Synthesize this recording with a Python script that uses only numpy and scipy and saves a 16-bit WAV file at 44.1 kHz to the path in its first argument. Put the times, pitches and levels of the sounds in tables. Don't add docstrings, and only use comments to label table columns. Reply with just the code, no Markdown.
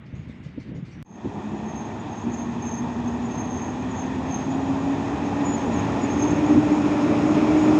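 import sys
import numpy as np
from scipy import signal
from scipy.fft import rfft, irfft, next_fast_len
from scipy.io import wavfile

SR = 44100
rng = np.random.default_rng(int(sys.argv[2]) if len(sys.argv) > 2 else 0)


def convert_level_to_amplitude(level_db):
    exponent = np.asarray(level_db, float) / 20
    return 10 ** exponent


def transcribe(u):
    v = np.clip(np.atleast_2d(u).T, -1, 1)
    q = np.round(v * 32767).astype(np.int16)
    wavfile.write(sys.argv[1], SR, q)


N = 343539

# (time [s], tooth pitch [Hz], tooth level [dB], side tone level [dB])
GEAR_TONES = [(1.05, 207.5, -43.5, -46), (1.6, 221.5, -38.5, -36.5), (1.79, 225.5, -40, -36),
              (2.0, 231, -49, -56), (2.27, 237.9, -34.5, -35), (3.1, 250.2, -34.5, -31.5),
              (3.7, 255.8, -38, -42), (4.05, 260.5, -30, -43), (4.5, 266.2, -32.5, -38),
              (5.0, 278.5, -26.5, -51), (5.2, 285.7, -30, -40), (5.47, 284.8, -28, -36),
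              (5.9, 293.2, -38.5, -31), (6.27, 303, -27.5, -26.5), (6.55, 302, -23, -23.5),
              (7.0, 306.4, -24.5, -26), (7.35, 306.1, -19.5, -25.5), (7.79, 307.4, -16, -28.5)]
# (time [s], level [dB])
APPROACH = [(1.05, -50.5), (2.2, -48.5), (3.1, -46.5), (4.1, -45), (4.4, -44), (5.2, -42.5), (5.75, -40.5),
            (6.4, -39.5), (7.2, -38), (7.79, -36.5)]
# (time [s], share [0-1])
NEARNESS = [
    (4.0, 0.16),
    (5.5, 0.39),
    (6.5, 0.6),
    (7.2, 0.73),
]

# (time [s], hold [s], peak level [dB])
LOW_SQUEALS = [(1.06, 0.035, -48.5), (1.11, .03, -51), (1.67, 0.074, -53.5), (1.76, 0.035, -47.5),
               (1.9, .05, -64), (2.1, 0.014, -52), (2.16, 0.017, -49), (2.34, 0.06, -45), (2.5, 0.028, -59),
               (2.65, 0.11, -41.5), (2.9, .04, -58), (3.07, 0.014, -51.5), (3.33, 0.09, -43),
               (3.5, 0.14, -43.5), (3.8, .02, -56), (3.95, .07, -46.5), (4.325, 0.028, -39),
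               (4.48, .05, -58), (5.24, .03, -54), (5.57, 0.028, -46.5), (5.76, 0.036, -49),
               (6.1, 0.036, -46.5), (6.2, 0.091, -39), (6.465, .03, -48), (7.58, 0.022, -52)]
# (time [s], hold [s], peak level [dB])
HIGH_SQUEALS = [(2.0, 0.018, -61), (2.22, 0.025, -62), (2.33, 0.028, -52), (3.25, 0.011, -49),
                (3.88, 0.13, -57), (4.15, .04, -59), (4.5, .05, -55), (5.46, 0.091, -42.5),
                (5.66, .02, -52), (5.72, .03, -51), (5.79, .02, -50), (6.035, 0.011, -43.5),
                (6.2, .08, -57), (6.46, 0.027, -52), (6.73, 0.023, -51), (7.37, 0.018, -60),
                (7.58, .12, -52)]
# (time [s], pitch [Hz])
HIGH_SQUEAL_PITCH = [(1.0, 6820), (2.3, 6865), (3.3, 6825), (4.5, 6815), (5.4, 6905), (5.8, 6890),
                     (6.05, 6850), (7.0, 6850)]
# (pitch multiple [1], level
# [dB], steepness of growth [1])
SQUEAL_PARTIALS = [(1.135, -27, 1.5), (1.5, -37, 1.5), (2.0, -44, 1.6), (2.06, -55, 1.6), (2.36, -59, 1.5)]

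# (frequency [Hz], level [dB per Hz])
RUMBLE_FAR = [(13, -61), (22, -27), (38, -26), (81, -4), (183, -5), (241, -3), (257, -11.5), (285, -3),
              (375, -10), (500, -26.5), (650, -55.5), (1100, -120)]
RUMBLE_NEAR = [(13, -65.5), (22, -46.5), (102, -14), (156, -13), (198, -10), (244, -3.5), (274, -11),
               (296, -16.5), (316, -19), (347, -9), (500, -32.5), (650, -54.5), (1100, -120)]
BLOWER_FAR = [(240, -28.5), (400, 0), (460, -3), (493, -3.5), (535, -7), (583, -4), (698, 1.5), (917, 2.5),
              (1490, -17), (1600, -15), (2080, -44.5), (3520, -120)]
BLOWER_NEAR = [(240, -26), (400, 3.5), (522, -5.5), (573, 1.5), (600, 2), (678, -7), (770, -4.5), (944, -8),
               (1220, -10), (1600, -28.5), (2080, -47.5), (3520, -120)]
HISS_FAR = [(820, -29), (1400, -5.5), (1520, -9), (1850, 3.5), (2140, -10), (2360, -4.5), (2590, -3),
            (2860, -11.5), (3390, -7.5), (4410, -19), (5850, -18), (6690, -13), (7600, -26), (9880, -53.5),
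            (16700, -120)]
HISS_NEAR = [(820, -26.5), (1400, 3.5), (1570, -4), (2100, -3.5), (2410, 0), (2990, -10), (4160, -14.5),
             (4440, -19), (5300, -12), (6150, -19), (6690, -14), (7600, -23.5), (9880, -53), (16700, -120)]
AIR_FAR = [(6000, -35), (7600, 3.5), (8600, -3), (9900, -12), (10600, -18), (12000, -26.5), (13700, -33.5),
           (15000, -30), (16500, -33)]
AIR_NEAR = [(6000, -32), (7600, -6), (8600, -4), (9900, -5.5), (10600, -13), (12000, -17), (13700, -26.5),
            (15000, -14.5), (16500, -23.5)]
# (time [s], level over steady rumble [dB])
LURCHES = [(1.262, 10.5), (1.55, 4), (2.291, 6), (3.059, 0.5), (4.38, 0.5), (5.04, -0.5), (6.16, 4.5),
           (6.32, 4), (6.569, 7.5), (6.9, -1.5), (7.1, 1), (7.31, 3)]

# (time [s], peak level [dB])
TICKS = [
    (1.254, -68),
    (1.268, -62),
    (6.7087, -51.5),
]
# (time [s], hiss level [dB], time to die away by 60 dB [s], ringing pitch [Hz], ringing level [dB])
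JOINTS = [
    (.055, -64, 0.25, 5200, -69),
    (.15, -62, 0.42, 6650, -63),
    (.28, -63, 0.88, 6700, -82),
    (.43, -58, 0.3, 5900, -73),
    (.597, -56.5, 0.28, 6040, -64),
    (.67, -71, 0.15, 4560, -60),
    (.748, -61, 0.23, 6750, -62),
    (.848, -57, 0.27, 4370, -62),
    (.91, -65, 0.39, 5800, -60),
]
# (frequency [Hz], level [dB per Hz])
RAIL_HISS = [(2500, -15), (3500, -5.5), (4500, -6), (5500, -9.5), (6900, -13.5), (8300, -25), (9300, -29),
             (10300, -42), (11500, -70), (13000, -110)]
# (frequency [Hz], level [dB per Hz])
FAR_ROLL = [(290, -32), (500, -7), (662, -8), (1410, -10.5), (1850, -9), (2150, -9.5), (2510, -13),
            (2950, -14), (3320, -19), (3800, -21.5), (4940, -56), (8360, -120)]

# (time [s], peak level [dB], pitch [Hz], sharp edge level [dB])
WIND_BUMPS = [(0.131, -20, 112, -28), (0.189, -21.5, 130, -35), (0.289, -28, 238, -19),
              (0.397, -31, 212, -23), (0.457, -21.5, 147, -24), (0.574, -21.5, 279, -18),
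              (0.712, -23, 187, -21), (0.775, -20.5, 172, -30), (0.799, -42, 102, -24),
              (0.821, -17, 168, -39), (0.869, -36, 145, -26), (0.99, -36, 195, -28), (1.101, -30, 194, -26),
              (1.248, -19.5, 330, -16), (1.26, -18.5, 280, -25)]
# (time [s], level [dB])
GUSTS = [(0.0, -42), (0.12, -35.5), (0.41, -36.5), (0.52, -42), (0.584, -33), (0.63, -38.5), (0.75, -31),
         (0.86, -39), (1.026, -34.5)]
# (frequency [Hz], level [dB per Hz])
WIND = [(18, -61), (30, -37), (54, -15.5), (114, -8.5), (156, -11), (196, -12), (280, -16), (314, -19),
        (900, -49), (1170, -66), (1980, -120)]

CUT_S, RESUME_S = 1.02685, 1.0481


def gears():
    tooth_hz, tooth_db, side_db = in_time(GEAR_TONES)
    tooth_db = tooth_db + 1.9 * drift(5.0)
    side_db = side_db + 1.9 * drift(5.0)
    side_hz = 0.95 * tooth_hz + 0.55 * drift(8)
    tooth_hz = tooth_hz + 0.55 * drift(8)

    out = convert_level_to_amplitude(tooth_db) * tone(tooth_hz, 1.8, 14)
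    out += convert_level_to_amplitude(side_db) * tone(side_hz, 1.8, 14)
    out += convert_level_to_amplitude(tooth_db - 30) * tone(tooth_hz, 4, 3, multiple=2)
    side_octave_db = side_db - 25 + 16 * in_time(NEARNESS)[0]
    out += convert_level_to_amplitude(side_octave_db) * tone(side_hz, 1.0, 5, multiple=2)

    frame_hz, frame_width_hz = 835, 30
    for pitch_hz, level_db in ((tooth_hz, -44), (side_hz, -40)):
        ringing = np.exp(-0.5 * ((3 * pitch_hz - frame_hz) / frame_width_hz) ** 2)
        out += convert_level_to_amplitude(level_db) * ringing * tone(pitch_hz, 2, 5, multiple=3)
    return out


def squeal():
    hiss_db = in_time(APPROACH)[0]
    slip_db = hiss_db - 19
    low_db = catches_db(LOW_SQUEALS, 398, 162.5, slip_db)
    high_db = catches_db(HIGH_SQUEALS, 498, 497.5, slip_db)
    onset_db = hiss_db - 23
    low = convert_level_to_amplitude(low_db) * np.clip((low_db - onset_db) / 10, 0, 1)
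    high = convert_level_to_amplitude(high_db) * np.clip((high_db - onset_db) / 10, 0, 1)

    sag = np.clip((low_db - onset_db - 14) / 14, 0, 1)
    low_hz = 6450 - 60 * sag + 8 * drift(15)
    high_hz = in_time(HIGH_SQUEAL_PITCH)[0]
    low_chatter, high_chatter = chatter(50), chatter(30)
    low_wave = low_chatter * np.exp(2j * np.pi * np.cumsum(low_hz) / SR)
    high_wave = high_chatter * np.exp(2j * np.pi * np.cumsum(high_hz) / SR)
    out = 1.5 * low * convert_level_to_amplitude(1.6 * drift(120)) * low_wave.real
    out += 1.78 * high * high_wave.real

    near = in_time(NEARNESS)[0]
    for multiple, level_db, steepness in SQUEAL_PARTIALS:
        growth = np.minimum(low / convert_level_to_amplitude(-42), 1) ** steepness
        beaming = convert_level_to_amplitude(-10 * near * (multiple - 1.5))
        strength = convert_level_to_amplitude(level_db - 42) * growth * abs(low_chatter) * beaming
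        pitch_hz = low_hz * multiple + 45 * drift(60)
        out += strength * convert_level_to_amplitude(2 * drift(3)) * tone(pitch_hz, 4.0, 20)
    return out


def chatter(rate_hz):
    return (drift(rate_hz) + 1j * drift(rate_hz) + 0.4) / 1.5


def catches_db(events, rise_db_per_s, fall_db_per_s, floor_db):
    t = np.arange(0, N / SR, 0.002)
    s, hold_s, peak_db = np.transpose(events)[:, :, None]
    climb_db = rise_db_per_s * np.maximum(s - t, 0)
    fall_db = fall_db_per_s * np.maximum(t - s - hold_s, 0)
    loudest_db = (peak_db - climb_db - fall_db).max(axis=0)
    restless_db = floor_db + 1.5 * drift(5.0)
    return np.maximum(restless_db, np.interp(np.arange(N) / SR, t, loudest_db))


def body_noise():
    t = np.arange(N) / SR
    near = np.clip(in_time(NEARNESS)[0], 0, 1)
    hiss_db = in_time(APPROACH)[0]
    rise_db = hiss_db + 50
    lurch_db = sum(db * np.exp(-((t - s) / 0.03) ** 2) for s, db in LURCHES)
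    rumble_db = -34.5 + 0.88 * rise_db + 0.05 * drift(1.4) + lurch_db
    blower_db = -39 + 0.93 * rise_db + 0.45 * drift(5.8)
    layers = [(RUMBLE_FAR, RUMBLE_NEAR, rumble_db),
              (BLOWER_FAR, BLOWER_NEAR, blower_db),
              (HISS_FAR, HISS_NEAR, hiss_db + 0.44),
              (AIR_FAR, AIR_NEAR, hiss_db - 29.5 + 1.5 * near)]
    out = 0
    for far_colour, near_colour, level_db in layers:
        distant, beside = coloured([far_colour, near_colour], 0.7, count=5)
        out = out + convert_level_to_amplitude(level_db) * ((1 - near) * distant + near * beside)
    return out


def ticks():
    out = np.zeros(N)
    for s, peak_db in TICKS:
        out[round(s * SR)] = convert_level_to_amplitude(peak_db + 6.0)
    return signal.sosfilt(signal.butter(2, 5000, "high", fs=SR, output="sos"), out)


def rail_joints():
    t = np.arange(N) / SR
    hiss = np.full(N, convert_level_to_amplitude(-74))
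    rings = np.zeros(N)
    ring_len = 2 * SR
    for s, hiss_db, t60, hz, ring_db in JOINTS:
        since = np.clip(t - s, 0, 1)
        shape = (1 - np.exp(-since / 0.0059)) * convert_level_to_amplitude(-60 * since / t60)
        hiss += convert_level_to_amplitude(hiss_db - 4.0) * shape
        ring = band_noise(hz, 220, ring_len)
        rings[:ring_len] += convert_level_to_amplitude(ring_db - 2.0) * shape[:ring_len] * ring
    rings += convert_level_to_amplitude(3.5) * hiss * band_noise(2140, 210, N)
    return rings + hiss * coloured([RAIL_HISS], 3.0, count=12)[0]


def far_train():
    return convert_level_to_amplitude(-56) * coloured([FAR_ROLL], 1.0, count=4)[0] + rail_joints()


def wind_bumps():
    out = np.zeros(N)
    t = np.arange(-600, 1200) / SR
    chances = rng.random((len(WIND_BUMPS), 2))
    for (s, peak_db, hz, edge_db), (twist, phase) in zip(WIND_BUMPS, chances):
        width_s = np.where(t < 0, 0.005, 0.008)
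        push = np.exp(-(t / width_s) ** 2) * np.cos(2 * np.pi * (hz * t + phase))
        knock = convert_level_to_amplitude(9) * np.exp(-(t / 0.003) ** 2) * np.cos(2 * np.pi * (500 * t + twist))
        at = round((s + 0.008) * SR)
        out[at - 600:at + 1200] += convert_level_to_amplitude(peak_db - 4.5) * (push + convert_level_to_amplitude(edge_db) * knock)
    return out


def platform_wind():
    t = np.arange(N) / SR
    wind = convert_level_to_amplitude(in_time(GUSTS)[0] - 3) * coloured([WIND], 2.0, count=4)[0]
    last_push = convert_level_to_amplitude(-34) * np.exp(-abs(t - CUT_S) / 0.0015)
    return wind + last_push


def in_time(rows):
    s, *columns = np.transpose(rows)
    return [np.interp(np.arange(N) / SR, s, column) for column in columns]


def rms_one(x):
    return x / np.sqrt(np.mean(np.abs(x) ** 2) + 1e-20)


def drift(rate_hz):
    r = np.exp(-40 * np.pi * rate_hz / SR)
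    noise = rng.standard_normal(N // 20 + 4002)
    slow = signal.lfilter([1], [1, -2 * r, r * r], noise)[4000:]
    return np.interp(np.arange(N) / 20, np.arange(len(slow)), rms_one(slow))


def tone(hz, wobble_db, rate_hz, multiple=1):
    turns = multiple * np.cumsum(hz) / SR + rng.random()
    return np.sqrt(2) * np.sin(2 * np.pi * turns) * convert_level_to_amplitude(wobble_db * drift(rate_hz))


def band_noise(hz, half_width_hz, length):
    band = signal.butter(2, [hz - half_width_hz, hz + half_width_hz], "band", fs=SR, output="sos")
    return rms_one(signal.sosfilt(band, rng.standard_normal(length)))


def coloured(spectra, patchy_db, count=6):
    size = next_fast_len(N)
    hz = np.maximum(np.arange(size // 2 + 1) * SR / size, 1)
    white = rfft(rng.standard_normal(size))
    together = drift(6.5)
    edges = np.geomspace(spectra[0][0][0], spectra[0][-1][0], count + 1)
    flicker = [convert_level_to_amplitude(patchy_db * (0.42 * together + drift(12.0))) for k in range(count)]
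    out = []
    for points in spectra:
        point_hz, point_db = np.transpose(points)
        shape = white * convert_level_to_amplitude(np.interp(np.log(hz), np.log(point_hz), point_db))
        place = np.interp(np.log(hz), np.log(edges), np.arange(count + 1)) - 0.5
        place = np.clip(place, 0, count - 1)
        total = np.zeros(N)
        for k in range(count):
            share = np.clip(1 - abs(place - k), 0, 1)
            total += flicker[k] * irfft(shape * share, size)[:N]
        out.append(rms_one(total))
    return out


def scene():
    t = np.arange(N) / SR
    fade = np.clip((t - 1.033) / (1.38 - 1.033), 0, 1)
    bumps = wind_bumps()
    locomotive = fade * (gears() + squeal() + body_noise()) + bumps
    platform = far_train() + platform_wind() + bumps
    after_cut = np.where(t < RESUME_S, convert_level_to_amplitude(-35) * platform, locomotive)
    return np.where(t < CUT_S, platform, after_cut)[None] + ticks()


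def band_limit(x):
    return signal.sosfilt(signal.butter(12, 15740, fs=SR, output="sos"), x)


def record(dry):
    heard = signal.sosfilt(signal.butter(2, 42, "high", fs=SR, output="sos"), dry)
    heard = heard + convert_level_to_amplitude(-96.5) * rng.standard_normal(N)
    return band_limit(heard)


dry = scene()
out = record(dry)
transcribe(out)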